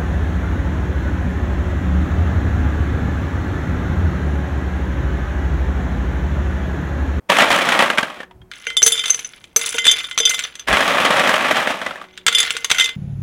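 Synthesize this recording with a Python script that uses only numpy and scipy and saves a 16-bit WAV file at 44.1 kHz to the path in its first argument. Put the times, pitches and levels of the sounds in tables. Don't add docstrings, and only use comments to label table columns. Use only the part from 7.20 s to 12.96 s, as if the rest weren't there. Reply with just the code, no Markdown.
import sys
import numpy as np
from scipy import signal
from scipy.fft import rfft, irfft
from scipy.io import wavfile
from scipy.ndimage import uniform_filter1d, minimum_filter1d

SR = 44100
rng = np.random.default_rng(int(sys.argv[2]) if len(sys.argv) > 2 else 0)


def digitize_waveform(pressure):
    field = np.atleast_2d(pressure).T
    bounded = np.clip(field, -1, 1)
    quanta = np.round(bounded * 32767).astype(np.int16)
    wavfile.write(sys.argv[1], SR, quanta)


N = 254016

# start_s, lift_s, clear_s, level_db
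HAND_GRABS = [(0.087, 0.58, 1.02, -14), (3.467, 4.368, 4.85, -13)]
# pitch_hz, level_db, ring_s (time to fade by 60 dB)
JAR_NOTES = [(1452, 3, 0.04), (2068, -0.5, 0.28), (2330, 0, 0.022), (2790, 1.5, 0.018), (3133, -7, 0.25),
             (3150, -9, 0.059), (3455, -13.5, 0.19), (3495, 0.5, 0.15), (3626, -2, 0.099),
             (4916, -12.5, 0.13), (6004, -8.5, 0.069), (6228, 2.5, 0.048), (6240, -4.5, 0.076),
             (7160, -11, 0.28), (7320, -9.5, 0.099), (8350, -5.5, 0.099), (7870, -16, 0.042),
             (9100, -21, 0.12), (9880, -1, 0.084), (9620, -6.5, 0.06), (9870, -10, 0.26), (11190, -8, 0.11),
             (12400, -15, 0.13), (13500, -16.5, 0.11), (15500, -19, 0.07)]
# pitch_hz, level_db
CLACK_TONE = [(100, -17), (450, -15), (900, -11), (1450, 0.5), (2400, -0.5), (3400, 4), (4400, -6),
              (8000, -23), (16000, -30)]


def ice_bin():
    # start_s, level_db, pitch_hz
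    knocks = [(0.099, -11, 950), (0.12, -19.5, 1260), (0.168, -16, 1845), (0.185, -11, 1270),
              (0.205, -15, 2390), (0.22, -13.5, 1970), (0.303, -14, 1830), (0.314, -14.5, 2290),
              (0.326, -16.5, 1230), (0.36, -18, 1330), (0.387, -21, 1840), (0.418, -25, 1570),
              (0.488, -15, 1980), (0.521, -17, 2380), (0.59, -12.5, 1900), (0.606, -17.5, 1140),
              (0.622, -15, 1175), (0.657, -23.5, 1570), (0.7, -14.5, 1610), (0.774, -18.5, 1530),
              (0.782, -7.5, 1580), (0.796, -44, 1550), (0.829, -14.5, 1570), (0.9, -29, 1260),
              (1.003, -25.5, 1810), (1.031, -29.5, 1710), (1.11, -39.5, 950), (1.216, -44.5, 3230),
              (3.483, -18.5, 1100), (3.527, -15.5, 1660), (3.569, -19, 2770), (3.606, -17.5, 1680),
              (3.678, -16, 1180), (3.718, -28, 1050), (3.801, -21, 2680), (3.85, -16, 1260),
              (3.905, -15.5, 1750), (3.969, -20.5, 990), (3.995, -18, 1800), (4.073, -19.5, 1960),
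              (4.092, -16, 1610), (4.14, -19, 1270), (4.31, -17, 1590), (4.367, -20.5, 1250),
              (4.404, -46, 1800), (4.472, -17, 1380), (4.504, -21, 1170), (4.615, -21.5, 1550),
              (4.663, -16.5, 2000), (4.708, -24, 1330), (4.756, -29, 1750), (4.814, -29, 1170),
              (4.933, -51.5, 3440)]
    # pitch_hz, level_db
    bin_tone = [(35, -61), (60, -21.5), (130, -18.5), (207, -4), (437, -9), (553, 0.5), (1010, -3.5),
                (1250, -2.5), (1380, -3.5), (1860, -3.5), (3340, -9), (4420, -21), (11000, -32.5),
                (14900, -52), (16000, -52.5)]
    crunch_tone = [(4000, 0), (9000, -6.5), (16000, -14)]
    crack_tone = [(1000, -16.5), (3300, 9), (4500, -1.5), (9000, -5.5), (16000, -26)]
    t = seconds(6000)

    def slip():
        rub = burst(t, fade_s=0.0021) + 0.4 * burst(t, fade_s=0.063)
        return rub + 0.15 * ring(t, 1500 * np.exp(0.543 * rng.standard_normal()), fade_s=0.026)

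    def splinter():
        return burst(t, fade_s=0.0057) + 0.1 * ring(t, rng.uniform(5000, 14000), fade_s=0.013)

    churn = shape_tone(patter(slip, per_second=650, spread_db=3, versions=20), bin_tone)
    crunch = patter(splinter, per_second=600, spread_db=4, versions=14)
    crunch = shape_tone(cut_lows(crunch, hz=3500), crunch_tone)
    digging, notes, thuds, cracks, sliding = np.zeros((5, N))
    for start_s, lift_s, clear_s, db in HAND_GRABS:
        effort = rise_hold_fall(start_s, lift_s, rise_s=0.0084, fall_db_per_s=48.5)
        effort *= rise_hold_fall(start_s, clear_s, rise_s=0.0084, fall_db_per_s=402)
        digging += amp(db - 4.5) * effort * (churn + amp(-17.5) * crunch)
    spreading = 1 - np.exp(-t / 0.0011)
    slide_rise_s, slide_fall_db_per_s = 0.0091, 409
    slide_fall = amp(-slide_fall_db_per_s * np.maximum(t - 2 * slide_rise_s, 0))
    slide = np.minimum(t / slide_rise_s, 1) * slide_fall
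    thud_loss_db_per_s, loosen_db_per_s = 14, 47
    for start_s, db, hz in knocks:
        since_lifts = [start_s - lift for _, lift, clear, _ in HAND_GRABS if lift < start_s < clear + 1]
        lifted_s = max(since_lifts, default=0)
        thud_db = db + 10.5 - thud_loss_db_per_s * lifted_s
        loose_db = db - loosen_db_per_s * lifted_s
        thud = burst(t, fade_s=0.021) + 0.4 * burst(t, fade_s=0.054)
        add(thuds, start_s, amp(thud_db) * spreading * thud)
        add(sliding, start_s - slide_rise_s / 2, amp(loose_db - 10) * slide)
        add(cracks, start_s, amp(loose_db + 2.5) * spreading * burst(t, fade_s=0.029))
        add(notes, start_s, amp(db + 8.5) * ring(t, hz, fade_s=0.032))
    slides = sliding * (churn + amp(-17) * crunch)
    return digging + notes + slides + shape_tone(thuds, bin_tone) + shape_tone(cracks, crack_tone)


def jar_clinks():
    # start_s, level_db, glass_share (0 to 1),
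    # height (0 base, 0.5 wall, 1 rim), sharpness_db (of the cube's edge)
    clinks = [(1.315, -26.5, 0.13, 1, -12), (1.336, -33, 0.17, 0.18, -8), (1.453, -34, 0.34, .8, -21),
              (1.468, -17, 0.6, 1, -12), (1.502, -22.5, 0.15, 0.42, -6), (1.568, -8, 0.71, 0.44, 2),
              (1.62, -13.5, 0.25, .1, -3), (1.628, 1.5, .88, .01, -1), (1.663, 1, 0.74, 0.046, 4.5),
              (1.677, -10, 0.66, 0.22, 10), (1.72, -9, 1, 0.37, 5), (1.776, -19, .9, 0.53, -2),
              (1.793, -16.5, 0.99, .58, -5), (1.839, -15, 0.42, 0.64, -5), (1.857, -12, 0.62, 0.33, -4),
              (1.881, -16, 0.6, .05, 2), (1.897, -10.5, 0.66, .01, -7), (1.903, -3.5, 0.88, 0.0063, -8),
              (1.944, -11.5, 0.76, .01, -6), (1.992, -19.5, 0.47, .01, 0), (2.046, -17.5, 0.8, .01, -20),
              (2.136, -38, 0, .5, -12), (2.241, -34.5, .1, 0.4, -0.5), (2.362, -1.5, 0.77, 0.0064, 3),
              (2.394, -26, 0.4, .7, 10), (2.413, -14.5, .6, 0.17, 1), (2.46, -15.5, 0.8, 0.22, 9),
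              (2.49, -21, 0.9, 0.14, 10), (2.543, -23, .7, 0.72, 3), (2.583, -12, 0.56, 0.82, -8),
              (2.642, -16.5, 0.7, 0.45, -3), (2.653, -10, .65, 0.56, 0), (2.667, -4.5, 0.56, 0.39, 3),
              (2.679, -4.5, 1, 0.48, -7), (2.694, -9.5, 0.77, 0.21, -6), (2.713, -4, 0.87, 0.24, 0.5),
              (2.784, -17, 0.85, 0.35, -6), (2.842, -18, .6, 0.46, -8), (2.912, -21, 0.44, 0.63, -8),
              (2.977, -3, 0.53, 0.095, -10), (2.987, -7, 0.73, .04, -1.5), (3.001, -7.5, .75, 0.26, -4),
              (3.031, -18.5, 0.9, 0.62, -18), (3.053, -2.5, 1, 0.32, -8), (3.072, -18.5, 0.47, .98, -5),
              (3.094, -10.5, 0.8, .04, 7), (3.108, -22.5, 0.67, 0.89, 8.5), (3.143, -12, 0.65, 0.26, -2),
              (3.192, -19, 0.24, 0.75, 8.5), (3.237, -18, 0.8, 0.24, -6), (3.354, -27.5, 0.4, .05, 2),
              (3.395, -23, 0.64, 0.18, -2), (4.976, -26.5, 0.2, .5, -1), (5.065, -4.5, 0.32, 0.65, 4),
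              (5.081, -4, 0.07, .9, 1.5), (5.125, -15.5, 0.65, 0.64, -2), (5.148, -7.5, 0.92, 0.57, -2),
              (5.184, -6.5, 0.75, 0.52, 4.5), (5.202, -4, 0.74, 0.25, -0.5), (5.23, -14.5, 0.03, .05, 2.5),
              (5.306, -12, 0.22, 0.67, 2.5), (5.367, -18, 0.15, 0.9, 5), (5.445, -7.5, 0.5, 0.11, -2),
              (5.498, -21, 0.6, 0.66, -1), (5.502, -8, 0.36, 0.72, -5), (5.514, -2, 0.24, 0.12, 1.5),
              (5.546, -23.5, 0.52, 0.97, 5), (5.583, -11.5, 0.7, 0.79, 0), (5.597, -5, 0.64, 0.55, -2),
              (5.607, -11, 0.79, 0.65, 0), (5.621, -25, 0.3, 0.84, 14), (5.642, -7.5, 0.87, 0.33, -10),
              (5.658, -19, .25, 0.2, 6), (5.691, -18, 0.53, 0.41, -7)]
    # start_s, level_db
    landings = [(1.467, -35), (1.625, -23), (1.663, -22.5), (2.361, -23.5), (2.544, -25), (2.654, -28),
                (3.002, -25), (5.081, -36), (5.348, -34.5)]
    # pitch_hz, level_db
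    counter_tone = [(50, -16), (140, -8.5), (260, -7), (450, -1), (680, 2), (1200, -10.5), (4000, -52)]
    # pitch_hz, level_db
    snap_tone = [(300, -26.5), (2000, -42), (4000, 5.5), (6300, 3.5), (8200, 9), (11000, -19), (16000, -19)]
    t = seconds(11000)
    rings, clacks, snaps, thuds = np.zeros((4, N))
    for start_s, db, glass_share, height, sharpness_db in clinks:
        fill = start_s * SR / N
        glass_share = np.clip(glass_share, 0.02, 0.98)
        on_glass, on_ice = amp(db) * glass_share, amp(db) * (1 - glass_share)
        snap = amp(sharpness_db) * (on_ice * amp(-10) + on_glass * amp(-18.5))
        add(rings, start_s, on_glass * amp(4) * glass_ring(t, strike_spot(height, sharpness_db), fill))
        add(clacks, start_s, on_ice * amp(7) * cube_hit(t, note_hz=2308, crack_s=0.0062))
        add(snaps, start_s, snap * amp(8) * cube_hit(t, note_hz=6900, crack_s=0.0059))
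    light_thumps = [(start_s, db - 34.5) for start_s, db, *_ in clinks]
    for start_s, db in landings + light_thumps:
        thump_hz = 458 * (1 + 0.012 * rng.standard_normal())
        add(rings, start_s, amp(db + 3) * ring(t, thump_hz, fade_s=0.13))
        add(thuds, start_s, amp(db - 5) * burst(t, fade_s=0.08))
    ice = shape_tone(clacks, CLACK_TONE) + shape_tone(snaps, snap_tone)
    return rings + ice + shape_tone(thuds, counter_tone)


def glass_ring(t, spot_tone, fill):
    out = np.zeros(len(t))
    for hz, db, ring_s in JAR_NOTES:
        touch, load, strength, grip = rng.standard_normal(4)
        crowding = min(hz / 10000, 1.1) ** 2
        scatter_db = (2 + 3.5 * crowding) * min(strength, 1.2)
        contact = (0.55 + 0.9 * crowding) * ring(t, hz * (1 + 0.035 * touch), fade_s=0.028)
        free_hz = hz * (1 + (0.0015 + 0.006 * crowding) * load)
        free = (0.85 - 0.3 * crowding) * ring(t, free_hz, ring_s * amp(1.2 * grip - 4 * fill))
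        out += amp(db + along(spot_tone, hz) + scatter_db) * (contact + free)
    return out


def strike_spot(height, sharpness_db):
    # pitch_hz, level_db
    base_tone = [(2070, -35), (3500, -60), (4900, -19), (5950, 5), (6220, -0.5), (7500, -17), (9800, -15)]
    wall_tone = [(2070, -23), (3110, -3.5), (3500, 1), (4900, -2.5), (6200, -16.5), (7500, -6), (9800, -16)]
    rim_tone = [(2070, 3.5), (3110, 5.5), (3500, -18.5), (4900, -9.5), (6200, 0), (7500, -3), (9800, -11)]
    hz = np.sort([note[0] for note in JAR_NOTES])
    nearness = np.maximum(1 - abs(2 * np.clip(height, 0, 1) - np.arange(3)), 0)
    reach = nearness @ amp([along(tone, hz) for tone in (base_tone, wall_tone, rim_tone)])
    edge_db = sharpness_db * along([(6300, 0), (7500, 0.93)], hz)
    return np.transpose([hz, 20 * np.log10(reach) + edge_db])


def cube_hit(t, note_hz, crack_s):
    notes = sum(ring(t, note_hz * np.exp(0.3623 * rng.standard_normal()), fade_s=0.026) for _ in range(5))
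    return burst(t, crack_s) + 0.31 * burst(t, fade_s=0.044) + 0.16 * notes


def skitter():
    # start_s, last_cube_s, level_db, settle_db_per_s, tick_db
    pours = [(1.301, 1.505, -42.5, 155, -11.5), (1.66, 1.886, -30.5, 65, -7.5),
             (2.383, 2.566, -27, 204, -4.5), (2.68, 2.8, -27.5, 109, -10.5),
             (3.042, 3.232, -25.5, 283, -14.5), (3.304, 3.42, -45, 100, -30),
             (4.857, 4.967, -47, 148, -30.5), (5.08, 5.32, -25, 147, -14.5), (5.503, 5.65, -22.5, 248, -22)]
    # pitch_hz, level_db
    tick_tone = [(1500, -10), (3500, -19), (5600, 3.5), (6250, 11.5), (6800, -1), (8000, 0.5), (9200, -16),
                 (9850, 6), (10600, -11), (14000, -11.5), (14850, -14.5), (16000, -17)]
    t = seconds(4000)

    def clack():
        return cube_hit(t, note_hz=2400, crack_s=0.005)

    def tick():
        click = burst(t, fade_s=0.004)
        return click + 0.3 * ring(t, 9850 * (1 + 0.02 * rng.standard_normal()), fade_s=0.02)

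    def chime():
        return glass_ring(seconds(11000), strike_spot(height=0.85, sharpness_db=-8), fill=0)

    clacks = shape_tone(patter(clack, per_second=200, spread_db=4.5, versions=14), CLACK_TONE)
    ticks = shape_tone(patter(tick, per_second=150, spread_db=4.5, versions=10), tick_tone)
    singing = patter(chime, per_second=70, spread_db=3, versions=8)
    rattle = amp(-3) * clacks + amp(-10) * singing
    out = np.zeros(N)
    for start_s, last_cube_s, db, settle_db_per_s, tick_db in pours:
        flow = rise_hold_fall(start_s, last_cube_s, rise_s=0.053, fall_db_per_s=settle_db_per_s)
        out += amp(db) * flow * (rattle + amp(tick_db) * ticks)
    return out


def drawer_bumps():
    # peak_s, level_db, width_s
    bumps = [(0.307, -38, 0.017), (1.162, -48.5, 0.013), (1.215, -40, 0.033), (3.508, -31, 0.018),
             (3.538, -33, 0.019), (3.62, -47.5, 0.083)]
    thud_tone = [(20, -36), (50, 5), (120, -11.5), (300, -24), (1500, -65)]
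    t = seconds(N)
    push = sum(amp(db) * np.exp(-0.5 * ((t - peak_s) / width_s) ** 2) for peak_s, db, width_s in bumps)
    return push * unit(shape_tone(rng.standard_normal(N), thud_tone))


def kitchen_echo(x):
    # pitch_hz, fade_s
    echo_times = [(200, 0.8), (2000, 0.27), (6000, 0.15), (15000, .2)]
    hz, t, bands = signal.stft(rng.standard_normal(SR // 2), SR, nperseg=256)
    fading = amp(-60 * t / along(echo_times, hz)[:, None])
    _, tail = signal.istft(bands * fading, SR, nperseg=256)
    tail *= 1 - np.exp(-seconds(len(tail)) / 0.0015)
    return signal.fftconvolve(x, tail / np.linalg.norm(tail))[:N]


def freezer_hum():
    # pitch_hz, level_db
    hum_notes = [(184, -57), (370, -53)]
    t = seconds(N)
    drawer_open = sum(amp(np.interp(t, [start_s, clear_s + 0.294], [0, 0], left=-120, right=-120))
                      for start_s, _, clear_s, _ in HAND_GRABS)
    hum = sum(amp(db) * np.sin(2 * np.pi * hz * t) for hz, db in hum_notes)
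    return hum * uniform_filter1d(drawer_open, size=900)


def room_air():
    # pitch_hz, level_db
    air_tone = [(25, -14), (55, -4.5), (110, -9.5), (300, -11), (1000, -18.5), (4000, -39), (16000, -40.5)]
    return amp(-56) * unit(shape_tone(rng.standard_normal(N), air_tone))


def burst(t, fade_s):
    return rng.standard_normal(len(t)) * amp(-60 * t / fade_s)


def ring(t, hz, fade_s):
    onset = 1 - np.exp(-t / 0.0018)
    return np.sin(2 * np.pi * (hz * t + rng.random())) * amp(-60 * t / fade_s) * onset


def patter(make_sound, per_second, spread_db, versions):
    out = np.zeros(N)
    for _ in range(versions):
        strengths = amp(spread_db * np.minimum(rng.standard_normal(N), 1.5))
        hits = rng.random(N) < per_second / versions / SR
        out += signal.fftconvolve(hits * strengths, unit(make_sound()))[:N]
    return unit(out)


def rise_hold_fall(start_s, hold_until_s, rise_s, fall_db_per_s):
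    t = seconds(N)
    rise = np.clip((t - start_s) / rise_s, 0, 1)
    return rise * amp(-fall_db_per_s * np.maximum(t - hold_until_s, 0))


def shape_tone(x, tone):
    size = 4096
    gain = unit(amp(along(tone, np.fft.rfftfreq(size, 1 / SR))))
    cepstrum = irfft(np.log(gain + 1e-6))
    cepstrum[1:size // 2] *= 2
    cepstrum[size // 2 + 1:] = 0
    return signal.fftconvolve(x, irfft(np.exp(rfft(cepstrum))))[:len(x)]


def cut_lows(x, hz):
    return signal.sosfilt(signal.butter(2, hz, "high", fs=SR, output="sos"), x)


def add(track, start_s, sound):
    part = track[max(round(start_s * SR), 0):][:len(sound)]
    part += sound[:len(part)]


def along(points, hz):
    pitches, values = np.transpose(points)
    return np.interp(np.log(hz + 1), np.log(pitches), values)


def amp(db):
    return 10 ** (np.asarray(db) / 20)


def unit(x):
    return x / np.sqrt(np.mean(x ** 2) + 1e-20)


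def seconds(samples):
    return np.arange(samples) / SR


def scene():
    digging = ice_bin()
    dropping = jar_clinks() + skitter()
    echo = kitchen_echo(amp(-19) * digging + amp(-13.5) * dropping)
    return (digging + dropping + echo + drawer_bumps() + freezer_hum() + room_air())[None]


def record(dry):
    ceiling, top_hz = 1.08, 15900
    needed_gain = 1 / np.maximum(np.abs(dry) / ceiling, 1)
    smooth_gain = uniform_filter1d(minimum_filter1d(needed_gain, size=40), size=30)
    return signal.sosfilt(signal.cheby1(12, 0.1, top_hz, fs=SR, output="sos"), dry * smooth_gain)


dry = scene()
out = record(dry)
digitize_waveform(out)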